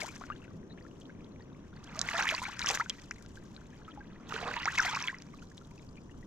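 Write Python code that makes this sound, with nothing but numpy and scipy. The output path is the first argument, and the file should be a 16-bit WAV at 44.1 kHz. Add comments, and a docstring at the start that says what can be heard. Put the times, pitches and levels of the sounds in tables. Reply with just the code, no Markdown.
"""Small lake waves lap over a pebble shore close to two microphone ports, mostly a little to the right.
Air trapped between the stones rings as decaying or gliding sines, many climbing in pitch as they rise.
Droplets and tiny bubbles tick and foam fizzes as filtered clicks; water gushing through the stones is a
dense swarm of grains. Short echoes scatter off the pebbles; behind lie a low rumble of wind and far shore
and a thin hiss, both shaped noise."""
import sys
import numpy as np
from scipy import signal
from scipy.fft import rfft, irfft, next_fast_len
from scipy.io import wavfile
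from scipy.ndimage import uniform_filter1d

SR = 44100
rng = np.random.default_rng(int(sys.argv[2]) if len(sys.argv) > 2 else 0)


def inscribe(sig):
    """Save sig as 16-bit PCM at rate SR to the path in sys.argv[1].

    A 1-D sig is mono; a 2-D sig holds one channel per row.
    Samples are clipped to [-1, 1] before scaling.
    """
    pcm = np.round(np.clip(np.atleast_2d(sig).T, -1, 1) * 32767)
    wavfile.write(sys.argv[1], SR, pcm.astype(np.int16))


def level_to_linear(level):
    """Convert decibel levels to linear amplitude factors, elementwise."""
    exponent = np.asarray(level, float) / 20
    return 10 ** exponent


N = 276066  # length in samples

# the waves run up and drain: (t/s, level/dB of the small-bubble crowd, level/dB of the foam fizz,
# balance/dB left minus right)
WAVES = [(0, -48.5, -44.5, 4), (0.12, -56, -57.5, 1.5), (0.6, -74.5, -79.5, 2), (1.07, -76, -69.5, -2.5),
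         (1.14, -72, -78, -.6), (1.7, -72, -79.5, -2.5), (1.94, -54.5, -62, -5), (2.2, -31.5, -40.5, -5),
         (2.36, -40, -46, -4.5), (2.55, -51, -59, 0), (2.71, -38.5, -35, -2), (2.86, -57.5, -62.5, -3),
         (3.3, -72, -66, 2.5), (4.272, -63.5, -78.5, -5.5), (4.292, -45, -53.5, -7.5),
         (4.58, -42, -57.5, -7), (4.73, -42.5, -51.5, -3), (4.84, -36, -41.5, -3), (5.04, -42, -53, -4.5),
         (5.18, -62.5, -64.5, -4.5), (6.26, -123, -71.5, 3)]


def evened(x):
    """Normalises the mean power, so that a later gain sets the rms level."""
    return x / np.sqrt(np.mean(x ** 2) + 1e-20)


def read(points, hz):
    """Interpolates a spectrum along log frequency, the ear's approximate pitch axis."""
    f, value = np.transpose(points)
    return np.interp(np.log(hz + 1), np.log(f + 1), value)


def curve(rows, order):
    """Interpolates one column of a table linearly in time, giving an envelope value per sample."""
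    rows = np.array(rows)
    return np.interp(np.arange(N) / SR, rows[:, 0], rows[:, order])


def smooth_noise(size):
    """Noise low-passed by two moving averages of size samples: a slow random drift of rms 1."""
    noise = rng.standard_normal(N)
    return evened(uniform_filter1d(uniform_filter1d(noise, size=size), size=size))


def add(mix, s, sound, pan_db):
    """Superposes a sound on both channels, placed by level difference (left minus right)."""
    part = mix[:, round(s * SR):][:, :len(sound)]
    gains = level_to_linear(np.array([[pan_db / 2], [-pan_db / 2]]))
    part += gains * sound[:part.shape[1]]


def shower(templates, per_s, spread_db):
    """Shot noise: each template falls at random moments and sizes from its own spot along the shore."""
    out = np.zeros((2, N))
    chance = per_s / len(templates) / SR
    for sound in templates:
        size = level_to_linear(spread_db * np.minimum(rng.exponential(1, N), 3)) * rng.choice([-1, 1], N)
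        impulses = size * (rng.random(N) < chance)
        train = signal.oaconvolve(impulses, sound)[:N]
        side = rng.uniform(-0.86, 1)  # positive is right
        left = np.roll(train, round(2 * side)) * level_to_linear(-1.5 * side)
        right = train * level_to_linear(1.5 * side)
        out += [left, right]
    return evened(out)


def bubble(start_hz, end_hz, ms, change_db):
    """A bubble as a resonator: abrupt onset, pitch gliding ever faster and wavering, cut off as it bursts."""
    u = np.linspace(0, 1, int(ms * SR / 1000), endpoint=False)
    attack = np.minimum(1, u * ms / .2)  # 0.2 ms
    release = np.clip((1 - u) / .3, 0, 1)  # last 30 % of the length
    waver = 1 + .25 * uniform_filter1d(rng.standard_normal(len(u)), size=120)
    hz = start_hz * (end_hz / start_hz) ** (u ** 1.286) * waver
    phase = 2 * np.pi * np.cumsum(hz) / SR
    return level_to_linear(change_db * u) * attack * release * np.sin(phase)


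def gurgle():
    """Bubble resonance: single clear bubbles over a crowd of small ones; small ones ring high and briefly."""
    # air pockets pinched off under water, nearly steady in pitch: (t/s, level/dB, f/Hz, length/ms)
    plinks = [(0.0176, -27.5, 2190, 12), (0.026, -32, 690, 6.6), (0.089, -39, 2380, 13),
              (0.213, -42, 700, 13), (0.2384, -32.5, 1430, 4.4), (0.3013, -28, 1210, 20),
              (0.321, -45.5, 2740, 25), (0.419, -48.5, 2640, 9.1), (0.479, -52, 1470, 24),
              (1.406, -51, 1850, 25), (1.874, -43, 3220, 6.4), (1.956, -39, 1200, 34),
              (2.0149, -19, 3820, 3.2), (2.0883, -17, 2070, 5.4), (2.111, -32, 1290, 10),
              (2.1413, -32.5, 671, 68), (2.182, -23.5, 3550, 6.9), (2.209, -18, 1550, 7.2),
              (2.2278, -23.5, 1590, 15), (2.27, -23, 2350, 5), (2.29, -12.5, 3060, 2.8),
              (2.323, -31.5, 626, 35), (2.341, -26, 1030, 17), (2.349, -19, 4520, 3.2),
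              (2.38, -26.5, 2620, 9.3), (2.4181, -30.5, 1008, 30), (2.453, -28.5, 2230, 12),
              (2.4657, -32.5, 1420, 12), (2.606, -32.5, 1400, 8), (2.6175, -20, 3940, 3.5),
              (2.6261, -26, 2420, 9.5), (2.644, -25, 1310, 8.2), (2.671, -17, 2860, 2.9),
              (2.694, -21, 2060, 3.7), (2.7022, -27, 800, 24), (2.708, -18, 2550, 3.2),
              (2.774, -15.5, 1700, 1.8), (2.8608, -36, 1475, 16), (2.9005, -20, 3250, 5.4),
              (3.88, -41, 1283, 41), (3.9748, -41.5, 824, 42), (4.3233, -25.5, 1270, 9),
              (4.341, -37, 431, 48), (4.3627, -25.5, 1470, 9.1), (4.428, -31, 706, 15),
              (4.512, -30, 1500, 15), (4.5667, -29.5, 948, 32), (4.657, -20, 2090, 6.3),
              (4.725, -35, 1490, 20), (4.7771, -26.5, 2500, 18), (4.7798, -19.5, 2116, 26),
              (4.8146, -29.5, 1277, 29), (4.8646, -26, 1980, 14), (4.89, -29.5, 3350, 12),
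              (5.04, -26, 2470, 6.7), (5.045, -40.5, 1015, 80), (5.075, -25, 3340, 13),
              (5.083, -17.5, 2210, 6.2), (5.129, -39, 1030, 18), (5.144, -34, 2030, 11.5)]
    # pockets that reach the surface, keep ringing, slide in pitch and burst:
    # (t/s, level/dB, start f/Hz, end f/Hz, length/ms)
    risers = [(0.0324, -41, 564, 1380, 26), (0.078, -45, 964, 1590, 14), (0.2109, -44, 990, 1540, 18),
              (0.305, -44, 1246, 1890, 28), (0.699, -59.5, 4040, 3620, 24), (0.719, -55.5, 3750, 4360, 13),
              (1.764, -53.5, 1200, 2400, 14), (1.972, -46, 618, 754, 33), (2.055, -47, 646, 1440, 21),
              (2.1517, -31, 1250, 1520, 11.5), (2.18, -33, 878, 1900, 22), (2.1896, -31, 713, 1030, 13),
              (2.1948, -35, 1170, 1380, 15), (2.204, -40, 1550, 2600, 7.1),
              (2.2685, -27.5, 1657, 2860, 17.5), (2.2926, -28.5, 2550, 2120, 12),
              (2.482, -40, 736, 1420, 20.4), (2.593, -37.5, 1540, 2550, 7.8), (2.745, -32, 1340, 2070, 12),
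              (2.7985, -25.5, 1150, 1620, 14.5), (2.805, -29, 1600, 2500, 13),
              (2.8096, -38.5, 867, 1024, 22), (3.1097, -33.5, 1310, 3120, 7.3),
              (3.5642, -42, 3800, 4930, 2.7), (4.438, -42, 2200, 4000, 7.6), (4.478, -35, 960, 1820, 17),
              (4.538, -31, 1650, 3000, 5.6), (4.629, -36, 1800, 2210, 13), (4.655, -35.5, 728, 1157, 23),
              (4.676, -24, 1130, 2300, 15.3), (4.783, -32, 906, 1250, 13), (4.7943, -19, 1610, 1440, 12.3),
              (4.8498, -35, 760, 677, 15), (4.88, -42, 800, 950, 26), (4.923, -36.5, 1206, 1500, 16),
              (4.932, -36, 820, 1020, 13.4), (4.9505, -27.5, 2130, 2930, 5.2),
              (4.964, -31.5, 1040, 1360, 13), (4.9707, -30.5, 1230, 1950, 5.8),
              (5.092, -33.5, 1560, 2070, 16), (5.579, -40, 3220, 4350, 1.7)]
    # strength of the crowd's bubbles by pitch: (f/Hz, level/dB)
    crowd_strength = [(450, -99), (800, -2), (1500, 10), (2600, 7), (4800, 3.5)]
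    out = np.zeros((2, N))
    for s, db, hz, ms in plinks:
        sound = level_to_linear(db) * bubble(hz, hz * 1.047, ms, change_db=-25)
        add(out, s, sound, pan_db=0.49 * rng.standard_normal())
    for s, db, start_hz, end_hz, ms in risers:
        sound = level_to_linear(db) * bubble(start_hz, end_hz, ms, change_db=0.5)
        add(out, s, sound, pan_db=1.6 * rng.standard_normal())

    pitches = np.geomspace(480, 4800, num=150)
    glides = .95 + 900 / (pitches + 1200) * rng.exponential(1, 150)  # large bubbles tend to glide most
    cycles = rng.uniform(4, 22, 150) * np.minimum(1, 1500 / pitches) ** .6
    lengths_ms = 1000 * cycles / pitches + 2.1
    fades_db = rng.uniform(-28, 0, 150)
    crowd = [level_to_linear(read(crowd_strength, hz)) * bubble(hz, hz * glide, ms, db)
             for hz, glide, ms, db in zip(pitches, glides, lengths_ms, fades_db)]
    bunches_db = 1.5 * smooth_noise(size=900)
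    bunched = evened(level_to_linear(bunches_db) * shower(crowd, per_s=1050, spread_db=2.5))
    # stray plips of the smaller bubbles go on at a steady rate, between the waves too
    strays = level_to_linear(-66) * shower(crowd[30:], per_s=30, spread_db=2.5)
    return out + strays + level_to_linear(curve(WAVES, order=1)) * bunched


def snap(centre_hz, octaves):
    """An impulse through a band-pass: a click narrowed round the pitch that its source's size gives."""
    # colour of a tick at the microphone: (f/Hz, level/dB)
    tick_colour = [(880, -8), (1500, 3), (3000, -8.5), (3690, -7), (5070, -5), (5830, -3.5), (7030, -8),
                   (8660, -24), (11000, -31), (13500, -29), (16000, -43)]
    hz = np.fft.rfftfreq(256, 1 / SR)
    distance = np.log2((hz + 50) / centre_hz) / max(octaves, .05)
    colour = level_to_linear(read(tick_colour, hz) - np.minimum(6 * distance ** 2, 21))
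    phase = .33 * np.cumsum(rng.standard_normal(len(hz)))  # spreads the click slightly in time
    sound = np.fft.fftshift(irfft(colour * np.exp(1j * phase))) * np.hanning(256)
    return sound / abs(sound).max()


def ticks():
    """Impulsive sources: single ticks, and films bursting within a fine, dense spray that clumps with them."""
    # single ticks, broad ones droplets on wet stone, narrow ones tiny bubbles:
    # (t/s, level/dB, centre f/Hz, width/octaves)
    single_ticks = [(0.0864, -33, 7600, 0.088), (0.1612, -34.5, 6020, 0.1), (1.0, -47.5, 8700, 0.18),
                    (1.948, -39.5, 5400, 0.41), (1.992, -15.5, 6200, 0.63), (2.0148, -14, 6900, .56),
                    (2.2245, -24, 5950, 0.14), (2.593, -18.5, 5350, 1.15), (2.6611, -16, 5740, 0.099),
                    (2.701, -17.5, 5670, 0.71), (2.8965, -15.5, 6130, 0.99), (3.1098, -28, 5900, 0.26),
                    (3.2616, -40, 3970, 0.95), (4.645, -33, 5100, 0.27), (4.6557, -22, 5600, 0.29),
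                    (4.7856, -14, 5750, 1.9), (4.803, -19.5, 5700, 0.13), (4.9115, -24, 3530, 1.2),
                    (4.948, -24.5, 5400, .25), (5.025, -22.5, 5800, 0.1), (5.185, -38, 5200, 0.17),
                    (5.2214, -34, 4950, 1.2)]
    out = np.zeros((2, N))
    for s, db, hz, octaves in single_ticks:
        add(out, s - .0022, level_to_linear(db) * snap(hz, octaves), pan_db=0)  # early, as a click peaks mid-window
    pops = [snap(hz, .08 + .4 * rng.exponential()) for hz in np.geomspace(3200, 15000, num=36)]
    clumps_db = 4.04 * smooth_noise(size=350)
    fizz = shower(pops, per_s=450, spread_db=2.8)
    fizz += .65 * shower(pops, per_s=5000, spread_db=2)  # fine, dense spray
    return out + level_to_linear(curve(WAVES, order=2)) * evened(level_to_linear(clumps_db) * fizz)


def far():
    """Partly coherent noise: random short-time spectra in drifting patches; two rumbles swell, hiss stays."""
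    # swell of the rumble with the breeze: (t/s, deep level/dB, upper level/dB); the mean of the deep
    # column sets the level of the whole, otherwise only swings about each mean count
    breeze = [(0, -50.5, -62), (1.2, -50.5, -59.5), (1.9, -49.5, -67.5), (3, -51.5, -65.5), (4.1, -49, -65),
              (5, -51.5, -66.5), (6.26, -49, -64.5)]
    # spectrum of rumble and hiss: (f/Hz, relative level per hertz/dB)
    spectrum = [(20, -8.5), (49, -0.5), (96, -2.5), (182, 0), (277, -3), (800, -22), (1000, -19),
                (2260, -36.5), (3250, -33), (4600, -48.5), (6200, -34.5), (9140, -58), (12800, -58),
                (16000, -83)]
    # left-right likeness: (f/Hz, coherence from 0 to 1)
    likeness = [(25, 1), (70, 1), (300, 0.81), (2000, 0.47), (15000, 1)]
    lag_ms = 0.083  # the left is later still, as the far sound comes from further right
    frames, hz = N // 256 + 5, np.fft.rfftfreq(1024, 1 / SR)
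    a, b, c, d, patches = rng.standard_normal((frames, 513, 5)).T
    patches = uniform_filter1d(patches, size=4, axis=0)  # over frequency
    patches = evened(uniform_filter1d(patches, size=14, axis=1))  # over time
    same = np.clip(read(likeness, hz), 0, 1)[:, None]
    right = a + 1j * b
    left = same * right + np.sqrt(1 - same ** 2) * (c + 1j * d)
    left *= np.exp(-2j * np.pi * hz * lag_ms / 1000)[:, None]

    s, deep_db, upper_db = np.transpose(breeze)
    t = np.arange(frames) * 256 / SR
    deep = np.interp(t, s, deep_db - deep_db.mean())
    upper = np.interp(t, s, upper_db - upper_db.mean())
    deep_share = 1 / (1 + (hz[:, None] / 280) ** 6)
    upper_share = 1 / (1 + (hz[:, None] / 600) ** 6) - deep_share
    lumps_db = (0.083 + 2.0 * deep_share) * patches  # wind is lumpier than hiss
    shape_db = read(spectrum, hz)[:, None] + lumps_db + deep_share * deep + upper_share * upper
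    z = np.array([left, right]) * level_to_linear(shape_db)
    sound = signal.istft(z, nperseg=1024, noverlap=768)[1][:, :N]
    return level_to_linear(deep_db.mean()) * evened(sound)


def whine():
    """Noise through a resonance curve: a faint narrow hiss, independent in the two channels."""
    centre_hz, half_width_hz, level_db = 5790, 25, -84
    hz = np.fft.rfftfreq(N, 1 / SR)
    resonance = 1 / (1 + ((hz - centre_hz) / half_width_hz) ** 2)
    band = irfft(rfft(rng.standard_normal((2, N))) * resonance, N)
    return level_to_linear(level_db) * evened(band)


def stones(x):
    """Early scattering off the pebbles and the water surface: convolution with sparse taps dying fast."""
    t = np.arange(SR // 8) / SR
    signs = rng.choice([-1, 1], (2, len(t)))
    sparse = rng.random((2, len(t))) < .05
    decay = level_to_linear(-60 * t / .035) * (t > .001)  # 60 dB in 35 ms, after a 1 ms gap
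    taps = signs * sparse * decay
    return signal.oaconvolve(x, taps / np.linalg.norm(taps[0]), axes=1)[:, :N]


def wash():
    """Turbulent flow as granular noise: water rushes between stones in a dense swarm of 6.9-cycle grains."""
    # water gushing through the stones: (t/s of the peak, level/dB, rise/(dB/s), fall/(dB/s))
    gushes = [(1.98, -51.5, 102, 62), (2.713, -39.5, 304, 298), (4.477, -39, 95, 163)]
    grains = [level_to_linear(-5.5 * abs(np.log2(hz / 1100))) * bubble(hz, 1.15 * hz, 1000 * 6.9 / hz, change_db=-1.2)
              for hz in np.geomspace(420, 9000, num=30)]
    t = np.arange(N) / SR
    level = level_to_linear(-91.5)  # the wash never quite stops
    for s, db, rise, fall in gushes:
        level = level + level_to_linear(db - np.maximum(rise * (s - t), fall * (t - s)))
    return level * shower(grains, per_s=6000, spread_db=2.5)


def scene():
    """Superposition: near water moving along the shore with its scatter, over the far background."""
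    place_db = curve(WAVES, order=3)
    pan = level_to_linear(np.array([place_db, -place_db]) / 2)
    water = (gurgle() + ticks() + wash()) * pan
    return water + level_to_linear(-13.5) * stones(water) + far() + whine()


def roll_off(x):
    """The treble ends steeply here."""
    return signal.sosfilt(signal.butter(12, 16480, fs=SR, output="sos"), x)


def record(dry):
    """Interaural-like cues: two ports shaded differently, the left late below the housing's resonance."""
    # the housing shades the two ports: (f/Hz, level/dB left minus right)
    port_shade = [(60, -1.5), (350, 3), (700, 3), (2800, 5.5), (5800, -2), (9500, 9), (13500, 2.5)]
    left_lag_ms, resonance_hz = 0.064, 5800  # sound from the right reaches the left port later
    size = next_fast_len(N + 64)
    hz = np.fft.rfftfreq(size, 1 / SR)
    shade = level_to_linear(read(port_shade, hz) / 2)
    late = 2 * np.pi * hz * left_lag_ms / 1000 / (1 + (hz / resonance_hz) ** 8)  # phase lag in radians
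    ports = np.array([shade * np.exp(-1j * late), 1 / shade])
    mix = irfft(rfft(dry, size) * ports, size)[:, :N]
    return roll_off(mix)


dry = scene()
out = record(dry)
inscribe(out)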